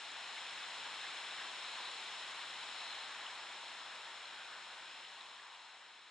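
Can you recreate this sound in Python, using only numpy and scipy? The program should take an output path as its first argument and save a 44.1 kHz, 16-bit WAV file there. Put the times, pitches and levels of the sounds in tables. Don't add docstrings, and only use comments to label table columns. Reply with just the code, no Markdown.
import sys
import numpy as np
from scipy import signal
from scipy.io import wavfile
from scipy.ndimage import uniform_filter1d

SR = 44100
rng = np.random.default_rng(int(sys.argv[2]) if len(sys.argv) > 2 else 0)


def inscribe(sig):
    pcm = np.round(np.clip(np.atleast_2d(sig).T, -1, 1) * 32767)
    wavfile.write(sys.argv[1], SR, pcm.astype(np.int16))


def voltage_ratio(level):
    return 10 ** (np.asarray(level, float) / 20)


N = 269010

FLOW_HZ = (300, 950, 1600, 2300)


def evened(x):
    return x / np.sqrt(np.mean(x ** 2) + 1e-20)


def read(points, hz):
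    f, value = np.transpose(points)
    return np.interp(np.log(hz + 1), np.log(f + 1), value)


def add(mix, s, sound):
    part = mix[:, round(s * SR):][:, :sound.shape[1]]
    part += sound[:, :part.shape[1]]


def fader_db(t):
    open_db = -48.5
    start_gain, opening_s = 0.74, 1
    fall_s, silent_s = 1.99, 7.335
    opening = start_gain + (1 - start_gain) * np.sqrt(np.clip(t / opening_s, 0, 1))
    closing = np.clip((silent_s - t) / (silent_s - fall_s), .01, 1)
    return open_db + 20 * np.log10(opening * closing)


def classes_db(t):
    facing_db = (-1.5, -1.4, -1.3)
    turned_db = (-0.55, .5, 0.17)
    # (time [s], half length [s], class 0 wash 1 roar 2 burble 3 rush, level [dB])
    swells = [(1.4, .12, 2.5, 1.5), (1.8, 0.1, 1, 2), (2.0, 0.11, 2, -1.5), (2.852, .2, 3, 1),
              (3.1, .2, 1.5, 2), (3.4, .1, 1.5, -1.2), (3.6, 0.12, 2, -2), (4.2, .1, 4, -.8),
              (4.95, .5, 3, 1.5), (4.9, 0.46, 0.5, 1.2), (4.7, .2, 1, 1), (5.599, 0.097, 1, 2),
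              (5.598, 0.14, 0.5, -2.5), (5.8, .1, 3.5, 0.5)]
    turn_s, turn_length_s = 2.85, 0.44
    turned = .5 + .5 * np.tanh((t - turn_s) / turn_length_s)
    out = np.outer((*facing_db, 0), 1 - turned) + np.outer((*turned_db, 0), turned)
    for at, length, which, db in swells:
        chosen = np.arange(len(out)) == round(which)
        out = out + db * np.outer(chosen, np.exp(-((t - at) / length) ** 2))
    return out


def turbulence_db(t, hz, patchy_db=0.27, flicker_db=0.26, treble_follow=0.023):
    # (time [s], half length [s], frequency [Hz], half width [Hz], level [dB])
    splashes = [
        (1.838, 0.18, 4000, 378, 3),
        (2.9, 0.21, 4080, 280, 4),
        (5.798, 0.061, 3950, 250, -1),
        (1.045, 0.027, 1770, 250, 4),
        (4.55, .25, 1510, 200, 3.5),
        (5.4, 0.22, 1010, 150, 4),
    ]
    place = np.interp(np.log(hz + 1), np.log(FLOW_HZ), np.arange(len(FLOW_HZ)))
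    weights = np.maximum(1 - abs(place[:, None] - np.arange(len(FLOW_HZ))), 0)
    rush_db = fader_db(t)
    octaves = np.clip(np.log2(hz / 3000 + 1e-9), 0, 2)
    spray_db = treble_follow * np.outer(octaves, rush_db - rush_db.mean())
    draws = rng.standard_normal((2, len(hz), len(t)))
    patches = uniform_filter1d(uniform_filter1d(draws[0], size=14, axis=0), size=12, axis=1)
    flicker = uniform_filter1d(uniform_filter1d(draws[1], size=90, axis=0), size=2, axis=1)
    field_db = weights @ classes_db(t) + spray_db
    field_db = field_db + patchy_db * evened(patches) + flicker_db * evened(flicker)
    for at, length, centre_hz, width, db in splashes:
        field_db = field_db + db * np.exp(-((hz[:, None] - centre_hz) / width) ** 2 - ((t - at) / length) ** 2)
    return field_db


def notch_filter(hz):
    # (frequency [Hz], half width [Hz])
    notches = [(4500, 223), (4900, 340), (5700, 360), (6090, 306)]
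    return np.prod([abs(hz - f) / np.hypot(hz - f, w) for f, w in notches], axis=0)


def river(hiss_db=-103):
    # (frequency [Hz], level [dB per Hz])
    ahead_db = [(40, -115), (80, -107.5), (300, -95), (580, -89), (750, -83.5), (950, -80), (1250, -82.5),
                (1600, -80.5), (2100, -83), (4000, -81.5), (5250, -81.5), (6200, -93), (8000, -103),
                (10300, -126)]
    # (frequency [Hz], level [dB per Hz])
    around_db = [(30, -115), (250, -111), (500, -105), (950, -94.5), (1600, -93.5), (3000, -92.5),
                 (4000, -87.5), (5250, -85.5), (6200, -91), (7000, -98.5), (9000, -105), (10350, -113.5),
                 (10980, -111), (11120, -115), (11600, -119)]
    # (frequency [Hz], left over right [dB])
    ports_db = [(60, 0.5), (500, 1), (950, 2.5), (1600, 1), (4000, 2.5), (5300, 2), (6600, 6.5),
                (8000, 6.5), (11000, 3)]
    # (frequency [Hz], right lag [rad])
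    ports_lag = [(200, 0.019), (800, 0), (4000, 0.33), (7000, .5), (8500, 0.041)]
    frames, hz = N // 256 + 5, np.fft.rfftfreq(1024, 1 / SR)
    t = np.arange(frames) * 256 / SR
    draws = rng.standard_normal((10, len(hz), frames))
    z = draws[:5] + 1j * draws[5:]
    lag = np.exp(-1j * np.outer([0, 1], read(ports_lag, hz)))
    ahead = z[0] * lag[:, :, None] * voltage_ratio(read(ahead_db, hz))[:, None]
    around = z[1:3] * voltage_ratio(read(around_db, hz))[:, None]
    balance = voltage_ratio(np.outer([.5, -.5], read(ports_db, hz)))
    water = (ahead + around) * balance[:, :, None] * notch_filter(hz)[:, None] * voltage_ratio(turbulence_db(t, hz))
    hiss = z[3:] * voltage_ratio(hiss_db - 20 * np.log2(hz / 5000 + 1e-3) ** 2)[:, None]
    sound = signal.istft(water + hiss, nperseg=1024, noverlap=768)[1]
    band = (hz > 2000) & (hz < 4300)
    rush = signal.istft(water.mean(0) * band[:, None], nperseg=1024, noverlap=768)[1]
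    return sound[:, :N] / np.sqrt(np.mean(rush ** 2))


def drum(wobble_turns=0.00011):
    orders = (110, 120, 147, 148, 151, 152, 156, 157, 160, 175, 176, 180, 205, 206, 207, 211, 230, 231, 241,
              245, 246, 260, 261, 271, 296, 299, 300, 301, 355, 356)
    # (left level [dB], right level [dB], right lead [rad])
    lines = [(-34, -20, 1.5), (-30, -26, 2.5), (-41, -33, -1.6), (-42, -34, -1.6), (-47, -29, -.8),
             (-43, -30, -.6), (-41, -32, -.9), (-43, -31, -.9), (-44, -32, -1), (-38, -28, -.3),
             (-38, -26, .5), (-39, -29, 1.1), (-36, -32, 2.6), (-37, -33, 2.7), (-41, -38, 2.8),
             (-42, -37, 2), (-36, -36, -2), (-33, -35, -1.6), (-39, -38, -2.1), (-27, -31, -2.2),
             (-27, -34, -2.2), (-28, -30, -.4), (-33, -34, -.4), (-44, -39, .6), (-38, -57, .7),
             (-38, -50, .8), (-25, -38, .5), (-26, -38, .5), (-39, -45, -3.1), (-39, -46, -3)]
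    turn_hz = 30000 / 1001
    wobble = wobble_turns * evened(uniform_filter1d(rng.standard_normal(N), size=9000))
    turns = turn_hz * np.arange(N) / SR + wobble
    grid = np.linspace(0, 1, 8193)
    left_db, right_db, lead = np.transpose(lines)
    angle = 2 * np.pi * (np.outer(grid, orders) + rng.random(len(lines)))
    one_turn = np.cos(angle) @ voltage_ratio(left_db), np.cos(angle + lead) @ voltage_ratio(right_db)
    return np.sqrt(2) * np.array([np.interp(turns % 1, grid, port) for port in one_turn])


def engines(second_db=-3):
    # (time [s], firing rate [Hz], level [dB])
    vehicles = [
        [(0, 72.3, -99), (.5, 75, -97), (.85, 76.5, -88), (1.05, 76, -102)],
        [(1.4, 57.2, -102), (2, 65, -95), (2.7, 76.8, -89), (3.4, 86, -94), (3.8, 81.4, -96),
         (4.15, 74.2, -101)],
        [(2.2, 49.7, -102), (2.6, 50.4, -99), (3.2, 50.8, -101), (4.2, 53, -92), (4.5, 57.8, -100),
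         (4.9, 55.7, -93), (5.1, 56.3, -99), (5.3, 56.7, -94), (5.95, 57.3, -104)],
    ]
    out = np.zeros((2, N))
    for rows in vehicles:
        s, hz, db = np.transpose(rows)
        t = np.arange(s[0], s[-1], 1 / SR)
        angle = 2 * np.pi * np.cumsum(np.interp(t, s, hz)) / SR
        tone = np.sin(angle) + voltage_ratio(second_db) * np.sin(2 * angle)
        tone = tone * signal.windows.tukey(len(t), .1)
        add(out, s[0], np.sqrt(2) * voltage_ratio(np.interp(t, s, db)) * tone[None])
    return out


def bubbles(masked_db=-1.0):
    # (time [s], frequency [Hz], peak level [dB], length [ms], left over right [dB])
    rings = [(0.119, 7105, -48.4, 1.2, 10.3), (0.382, 2160, -41, 4.1, 3.4), (1.043, 1765, -37, 2.7, 0.6),
             (1.046, 818, -45.5, 6.8, 1.5), (1.055, 2080, -45.5, 4.9, 3.7), (1.915, 6922, -48, 1.3, 10.9),
             (3.266, 2880, -43.0, 4.6, 1.4), (3.55, 5383, -52, 2.7, 6.0), (4.256, 4100, -44, 3.3, 1.8),
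             (5.051, 2917, -44, 2.7, 3.4), (5.211, 3929, -44, 2.3, 3), (5.399, 1800, -46.9, 3.8, 1.3)]
    out = np.zeros((2, N))
    t = np.arange(-400, 400) / SR
    for s, hz, db, ms, pan_db in rings:
        envelope = np.exp(-2.8 * (1000 * t / ms) ** 2)
        ring = envelope * np.sin(2 * np.pi * hz * (t + 8 * t ** 2))
        sides_db = np.array([[.5], [-.5]]) * pan_db
        add(out, s + t[0], voltage_ratio(db + masked_db + sides_db) * ring)
    return out


def starve(x, limit_db=-117.5, follow=.3, lower_follow=.4, jitter_db=1.9,
           from_hz=9200, split_hz=10400, lower_db=3.2):
    lead = 284
    hz, t, z = signal.stft(np.pad(x, ((0, 0), (lead, 0))), SR, "cosine", nperseg=2048, scaling="psd")
    power = (abs(z) ** 2).mean(0)
    frame_db = 10 * np.log10(uniform_filter1d(power.sum(0), size=9) + 1e-20)
    below_peak_db = frame_db - frame_db.max()
    waver = uniform_filter1d(rng.standard_normal((len(t), 2)), size=2, axis=0)
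    upper, lower = jitter_db * evened(waver).T
    lower = lower + lower_db + lower_follow * below_peak_db
    waver_db = np.where((hz < split_hz)[:, None], lower, upper)
    limit = voltage_ratio(2 * (limit_db + follow * below_peak_db + waver_db))
    keep = (uniform_filter1d(power, size=11, axis=0) > limit) | (hz < from_hz)[:, None]
    return signal.istft(z * keep, SR, "cosine", nperseg=2048, scaling="psd")[1][:, lead:lead + N]


def scene():
    faded = (river() + drum()) * voltage_ratio(fader_db(np.arange(N) / SR))
    return faded + bubbles() + engines()


def low_pass(x):
    return signal.sosfilt(signal.butter(12, 11570, fs=SR, output="sos"), x)


def record(dry):
    mix = starve(dry)
    return low_pass(mix)


dry = scene()
out = record(dry)
inscribe(out)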